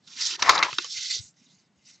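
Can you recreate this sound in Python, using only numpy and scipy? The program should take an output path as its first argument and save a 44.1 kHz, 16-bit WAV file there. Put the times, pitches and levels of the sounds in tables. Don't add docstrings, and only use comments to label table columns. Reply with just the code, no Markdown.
import sys
import numpy as np
from scipy import signal
from scipy.fft import rfft, irfft, next_fast_len
from scipy.io import wavfile
from scipy.ndimage import uniform_filter1d, map_coordinates

SR = 44100
rng = np.random.default_rng(int(sys.argv[2]) if len(sys.argv) > 2 else 0)


def voltage_ratio(decibels):
    exponent = np.asarray(decibels, float) / 20
    return 10 ** exponent


def wav_record(signal):
    frames = np.transpose(np.atleast_2d(signal))
    bounded = np.clip(frames, -1, 1)
    quanta = np.round(bounded * 32767).astype(np.int16)
    wavfile.write(sys.argv[1], SR, quanta)


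N = 88200


def unit(x):
    return x / np.sqrt(np.mean(x ** 2) + 1e-20)


def along(points, hz):
    f, v = np.transpose(points)
    return np.interp(np.log(hz + 1), np.log(f + 1), v)


def curves(rows):
    s, first, *others = np.transpose(rows)
    t = np.arange(N) / SR
    return [np.interp(t, s, first, -150, -150)] + [np.interp(t, s, column) for column in others]


def wobble(rate):
    knots = rng.standard_normal(int(N * rate / SR) + 4)
    return map_coordinates(knots, [np.arange(N) * rate / SR])


def coloured(x, points):
    m = 2 * next_fast_len(x.shape[-1] // 2 + 4096)
    gain = voltage_ratio(along(points, np.fft.rfftfreq(m, 1 / SR)))
    cepstrum = irfft(np.log(gain + 1e-5), m)
    cepstrum[1:m // 2] *= 2
    cepstrum[m // 2 + 1:] = 0
    return irfft(rfft(x, m) * np.exp(rfft(cepstrum)), m)[..., :x.shape[-1]]


def grit(rate, spread_db, points, patchy_db):
    chance, sign, size = rng.random((3, N))
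    hits = (chance < rate / SR) * np.sign(sign - 0.5) * voltage_ratio(-spread_db * np.log(size + 1e-4))
    z = signal.stft(hits, nperseg=256)[2]
    field = uniform_filter1d(rng.standard_normal(z.shape), 4, 0)
    field = uniform_filter1d(field, 10, 1)
    patchy = signal.istft(z * voltage_ratio(patchy_db * unit(field)), nperseg=256)[1][:N]
    return unit(coloured(patchy, points))


def room():
    # frequency in Hz, level in dB.
    room_colour = [(40, -48), (75, -15.5), (150, -0.5), (260, -6), (450, -16), (1000, -18.5), (3000, -24),
                   (8000, -30)]
    level_db, alike = -68, 0.94
    a, b = coloured(rng.standard_normal((2, N)), room_colour)
    angle = np.arccos(alike) / 2
    shared, apart = np.cos(angle) * a, np.sin(angle) * b
    pair = unit(np.array([shared + apart, shared - apart]))
    return voltage_ratio(level_db + 1.2 * wobble(12)) * pair


def bumps():
    # start in seconds, level in dB, pitch in Hz, length
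    # in cycles, left over right in dB.
    desk_bumps = [(.156, -57, 241, 6.1, .4), (.376, -49, 381, 6.1, 3.1), (.391, -54, 86, 2.1, 2.1),
                  (.424, -37, 331, 1.9, 3.1), (.441, -43, 291, 7.1, 2.1), (.456, -47, 91, 2.6, 2.1),
                  (.486, -42, 96, 3.1, 2.1), (.576, -41, 361, 4.1, 3.1), (.62, -52, 62, 2.1, 2.1),
                  (.723, -45.2, 138, 3.2, 3.6), (.726, -40, 347, 1.8, 11), (.7845, -30, 346, 3.3, 8.5),
                  (.793, -44, 351, 9, 8.5), (.975, -52, 113, 2.2, 7.1), (1.136, -57, 91, 2.6, 5.1),
                  (1.163, -48, 405, 3.2, 9.5), (1.1875, -34.6, 105.5, 2.95, 14),
                  (1.236, -59, 92, 2.6, -4.9), (1.411, -58.5, 231, 3.5, -4.4),
                  (1.461, -58.5, 255, 6.4, 2.4), (1.455, -61.5, 3800, 95, -3.6),
                  (1.47, -64, 3860, 280, -4.4), (1.53, -62, 179, 3.1, -2.4), (1.761, -67, 76, 3.1, .4),
                  (1.86, -63, 2500, 150, -4.1)]
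    t = np.arange(N) / SR
    waver = wobble(500)
    out = np.zeros((2, N))
    for s, db, hz, cycles, pan_db in desk_bumps:
        phase = 2 * np.pi * hz * (t - s) + np.minimum(0.02 * cycles, 2.4) * waver
        swell = np.sin(np.pi * np.clip((t - s) * hz / cycles, 0, 1))
        out += voltage_ratio(db + np.array([[0], [-pan_db]])) * np.sin(phase) * swell
    return out


def pops():
    # start in seconds, peak in dB, pitch in Hz, 60 dB decay in seconds.
    buckles = [(.3925, -36, 940, .05), (.4252, -12, 5710, 0.011), (.4252, -14, 1824, 0.01),
               (.477, -17.5, 1080, 0.078), (.4927, -2, 1050, 0.015), (.4927, -5.5, 2152, 0.029),
               (0.4931, -7.5, 6500, 0.016), (.4929, -8, 3700, 0.014), (0.4953, -6.5, 4350, 0.019),
               (0.6269, -7, 1500, 0.0063), (.4962, -9.5, 2136, 0.023), (.504, -15, 4370, 0.01),
               (.533, -15, 1084, .03), (.5786, -11, 3950, .014), (.5925, -18, 1190, 0.013),
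               (.6, -19, 1294, .03), (.6269, -3, 2100, .014), (.631, -12, 2600, .02),
               (.6268, -7.5, 3240, 0.0027), (.6268, -22, 850, 0.014), (.6365, -13, 2244, 0.017),
               (.652, -23.5, 1140, 0.027), (.7295, -30.5, 1290, 0.014), (.7847, -7, 3790, .012),
               (.7848, -20.5, 1446, 0.033), (.7848, -19.5, 5450, 0.019), (.787, -28, 2673, 0.063),
               (.8242, -33.5, 5420, 0.041), (.8445, -23.5, 6540, 0.011), (.8445, -25.5, 4860, 0.0078),
               (.8447, -29.5, 3030, 0.026), (.846, -36.5, 1118, 0.037), (.8445, -35.5, 480, 0.061),
               (0.7292, -24, 2600, 0.018), (0.7835, -15.5, 4600, .012), (.683, -26, 1000, .05),
               (.712, -31, 1100, 0.012), (.718, -30.5, 4300, 0.02)]
    # frequency in Hz, level in dB.
    sheet_low = [(150, -50), (500, -14), (1000, 0)]
    rise_s = 0.00038
    rings = np.zeros(N)
    for s, db, hz, t60 in buckles:
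        age = np.maximum(np.arange(N) / SR - s, 0)
        rings += voltage_ratio(db - 60 * age / t60) * (1 - np.exp(-age / rise_s)) * np.sin(2 * np.pi * hz * age)
    return coloured(rings, sheet_low)


def snaps():
    # start in seconds, peak in dB, dullness in dB, crackle length in seconds,
    # ringing in Hz.
    creases = [(0.3922, -31, -2.5, 0.0038, 990), (0.4222, -9.5, -12, 0.0016, 4070),
               (0.4253, -3, -10.5, 0.00087, 3820), (0.4927, -2.5, 0.5, 0.0013, 6494),
               (0.4952, -2, -5, 0.0035, 4280), (0.502, -15, 2, 0.0059, 3840),
               (0.5783, -12, -14, 0.0008, 3780), (.588, -16.5, -13.5, 0.0053, 4450),
               (0.6268, -3.5, -7, 0.00023, 2180), (.630, -13, -11, 0.002, 4460),
               (0.633, -9, -17, 0.0014, 2310), (0.646, -23, -7.5, 0.0048, 2550),
               (0.729, -21.5, -9, 0.00087, 2605), (0.7846, -8.5, -16, 0.0011, 4070),
               (0.8443, -21, -11.5, .0005, 4760)]
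    # frequency in Hz, level in dB.
    crack_colour = [(880, -27.5), (1500, -2.5), (2630, -1), (3060, -6), (3920, 0), (4690, -2), (5880, -6),
                    (6340, -9), (7740, -25), (10100, -57.5), (17000, -120)]
    # frequency in Hz, level in dB.
    thump_colour = [(120, -42), (350, -6), (600, -19.5), (1050, 8), (1400, 0.5), (1800, -10), (3000, -47.5)]
    crack_t60, thump_t60, ring_t60 = 0.014, 0.033, 0.0025
    tail_db, tail_t60 = -22, 0.4
    click_db, ring_db, rise_s = 18, -0.5, 0.00013
    out = np.zeros(N + SR)
    t = np.arange(SR // 5) / SR
    impulse = 1.0 * (t == 0)
    for s, db, dull_db, hold_s, hz in creases:
        late = np.maximum(t - hold_s, 0)
        click = coloured(impulse, crack_colour) + voltage_ratio(dull_db + 9.5) * coloured(impulse, thump_colour)
        a, b, c = rng.standard_normal((3, len(t)))
        fade = voltage_ratio(-60 * late / crack_t60) + voltage_ratio(tail_db - 60 * t / tail_t60)
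        crack = unit(coloured(a, crack_colour)) * fade
        thump = unit(coloured(b, thump_colour)) * voltage_ratio(dull_db + 4 - 60 * late / thump_t60)
        rough = unit(coloured(c, [(hz / 2.2, -40), (hz, 0), (hz * 1.1, -40)]))
        ring = voltage_ratio(ring_db - 60 * late / ring_t60) * (np.sin(2 * np.pi * hz * t) + 0.39 * rough)
        body = (crack + thump + ring) * (1 - np.exp(-t / rise_s))
        out[round(s * SR):][:len(t)] += voltage_ratio(db - 10.5) * (body + voltage_ratio(click_db) * click)
    return out[:N]


def flex():
    # time in seconds, level in dB.
    bending = [(.375, -63.5), (.43, -34), (.485, -23), (.555, -26.5), (.595, -27), (.62, -29),
               (.652, -33.5), (.69, -40), (.77, -75)]
    # frequency in Hz, level in dB.
    hollow_colour = [(45, -46), (95, -23.5), (400, -15.5), (750, -6), (1050, -0.5), (1600, -8), (2300, -8),
                     (4000, -50)]
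    level_db = curves(bending)[0] + 2.4 * wobble(90)
    return voltage_ratio(level_db) * grit(2000, 1.1, hollow_colour, 1.8)


def lifted_hiss(fibre, heavy):
    # time in seconds, edge hiss in dB, belly over hiss in dB.
    lifts = [
        [(.362, -52.5, -1.5), (.39, -45, -3), (.45, -32, -10), (.51, -30.5, -1), (.56, -37.5, -15.5),
         (.615, -48, 5)],
        [(.615, -52.5, -9.5), (.645, -40.5, 8), (.685, -48, 0.5), (.72, -44.5, -5.5), (.77, -41.5, -13.5),
         (.82, -38.5, -14.5), (.865, -39, -9.5), (.89, -56, -21)],
    ]
    out = np.zeros(N)
    for rows in lifts:
        hiss_db, belly_db = curves(rows)
        out += voltage_ratio(hiss_db) * (fibre + voltage_ratio(belly_db) * heavy)
    return out * voltage_ratio(3.3 * wobble(70))


def trailing_edge(light, board, heavy):
    # time in seconds, level in dB.
    settling = [
        (1.17, -60),
        (1.22, -46),
        (1.29, -56),
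        (1.335, -79.5),
    ]
    brush = coloured(light + 0.32 * board + 0.21 * heavy, [(3500, -14.0), (7500, 2)])
    return voltage_ratio(curves(settling)[0]) * unit(brush)


def slide():
    # time in seconds, rub level in dB, pressure (board over rub) in dB.
    strokes = [
        [(0, -81.5, -11), (.068, -61.5, -22), (.076, -48, -12.5), (.146, -48, -6), (.218, -26, -12.5),
         (.272, -27.5, -16), (.325, -32, -9), (.36, -34.5, -2), (.366, -49.5, 1.5)],
        [(.86, -54.5, -12), (.906, -36.5, -33), (.962, -37, -9), (.972, -34, -7.5), (1.095, -32.5, -16.5),
         (1.105, -28.5, -11.5), (1.15, -30.5, -15), (1.195, -37.5, -23.5), (1.23, -67, -18)],
    ]
    # time in seconds, rub level in dB, pressure in dB.
    touches = [
        [(1.34, -70, -2.5), (1.352, -79, -12.5), (1.37, -65, -8.5), (1.53, -66, -7.5), (1.612, -68.5, -8.5),
         (1.66, -76, -9), (1.71, -92, -4)],
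        [(1.748, -82.5, -6), (1.756, -75.5, -8), (1.835, -67.5, -7), (1.862, -53.5, -17.5), (1.9, -53.5, -12),
         (1.942, -56.5, -15), (1.97, -68.5, -7), (2.0, -68, -7)],
    ]
    # frequency in Hz, level in dB.
    fibre_colour = [(1700, -40.5), (3350, -7), (3600, -3), (4300, 0.5), (5600, -1.5), (6800, -7.5),
                    (7600, -12), (8300, -29.5)]
    nudge_colour = [(1760, -44), (3000, -13.5), (3260, -17.5), (3600, -5), (4770, -0.5), (6500, -1.5),
                    (7740, -10), (10100, -45), (17000, -120)]
    pulled_colour = [(120, -56.5), (200, -29.5), (366, -13.5), (692, -48), (916, -8), (1150, -15.5),
                     (1420, -5), (1530, -8), (2900, -2.5), (3770, -13), (6380, -120)]
    pushed_colour = [(590, -62.5), (1000, -30.5), (1230, -26.5), (1450, -8.5), (1800, -15.5), (2050, 1.5),
                     (2230, -4.5), (2900, -3), (3770, -21.5), (6380, -120)]
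    grains = 8100
    fibre = grit(grains, 1.0, fibre_colour, 2.0)
    light = grit(grains, 1.1, nudge_colour, 3.27)
    heavy = grit(grains, 2.4, pulled_colour, 3.9)
    board = grit(grains, 1.5, pushed_colour, 2.8)
    flutter_db = 1.4 * wobble(52) + 0.66 * wobble(110)
    out = lifted_hiss(fibre, heavy) + trailing_edge(light, board, heavy)
    tops, unders = (fibre, fibre, light, light), (heavy, board, board, board)
    for rows, top, under in zip(strokes + touches, tops, unders):
        rub_db, press_db = curves(rows)
        out = out + voltage_ratio(rub_db + flutter_db) * (top + voltage_ratio(press_db) * under)
    return out


def ports(x):
    # frequency in Hz, left over right in dB.
    balance = [(200, 0.5), (500, 5), (1000, 10.5), (1700, 5), (2300, 1.5), (3200, -11.5), (4800, 0),
               (6500, -5.5), (7200, 1.5)]
    # time in seconds, how far it lies off centre (0 to 1).
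    off_centre = [
        (0.299, 0.94),
        (0.451, 0.65),
        (1.2, 0.87),
        (1.899, 0.36),
    ]
    scatter_db, scatter_t60 = -19.5, 0.029
    t = np.arange(SR // 20) / SR
    scatter = coloured(rng.standard_normal((2, len(t))), [(6000, 2.5), (7300, -19.5)])
    scatter = scatter * voltage_ratio(-60 * t / scatter_t60)
    wet = signal.fftconvolve(x[None], scatter / np.linalg.norm(scatter[0]), axes=1)[:, :N]
    lean_db = along(balance, np.fft.rfftfreq(2 * N, 1 / SR)) / 2
    left, right = irfft(rfft(x, 2 * N) * voltage_ratio([lean_db, -lean_db]), 2 * N)[:, :N]
    middle = left + right
    side = np.interp(np.arange(N) / SR, *np.transpose(off_centre)) * (left - right)
    return np.array([middle + side, middle - side]) / 2 + voltage_ratio(scatter_db) * wet


def scene():
    sheet = slide() + flex() + snaps() + pops()
    return ports(sheet) + bumps() + room()


def splatter(x):
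    # one port, left then right, in dB.
    fizz_db = [
        [-4],
        [-20],
    ]
    onset, spread_s = 0.85, 0.014
    over = np.maximum(np.abs(x).max(0) - onset, 0)
    over = uniform_filter1d(over, round(spread_s * SR))
    colour = [(7500, -60), (8500, 0), (15500, -4), (16500, -30), (20000, -60)]  # (Hz, dB)
    return voltage_ratio(fizz_db) * over * coloured(rng.standard_normal(x.shape), colour)


def roll_off(x):
    return signal.sosfilt(signal.butter(12, 16500, fs=SR, output="sos"), x)


def record(dry):
    treble_cut = signal.ellip(10, 0.3, 90, 8000, fs=SR, output="sos")
    bass_cut = signal.butter(3, 79, "high", fs=SR, output="sos")
    x = signal.sosfilt(bass_cut, signal.sosfilt(treble_cut, dry))
    x = np.clip(x + splatter(x), -1.0, 1.0)
    return roll_off(x)


dry = scene()
out = record(dry)
wav_record(out)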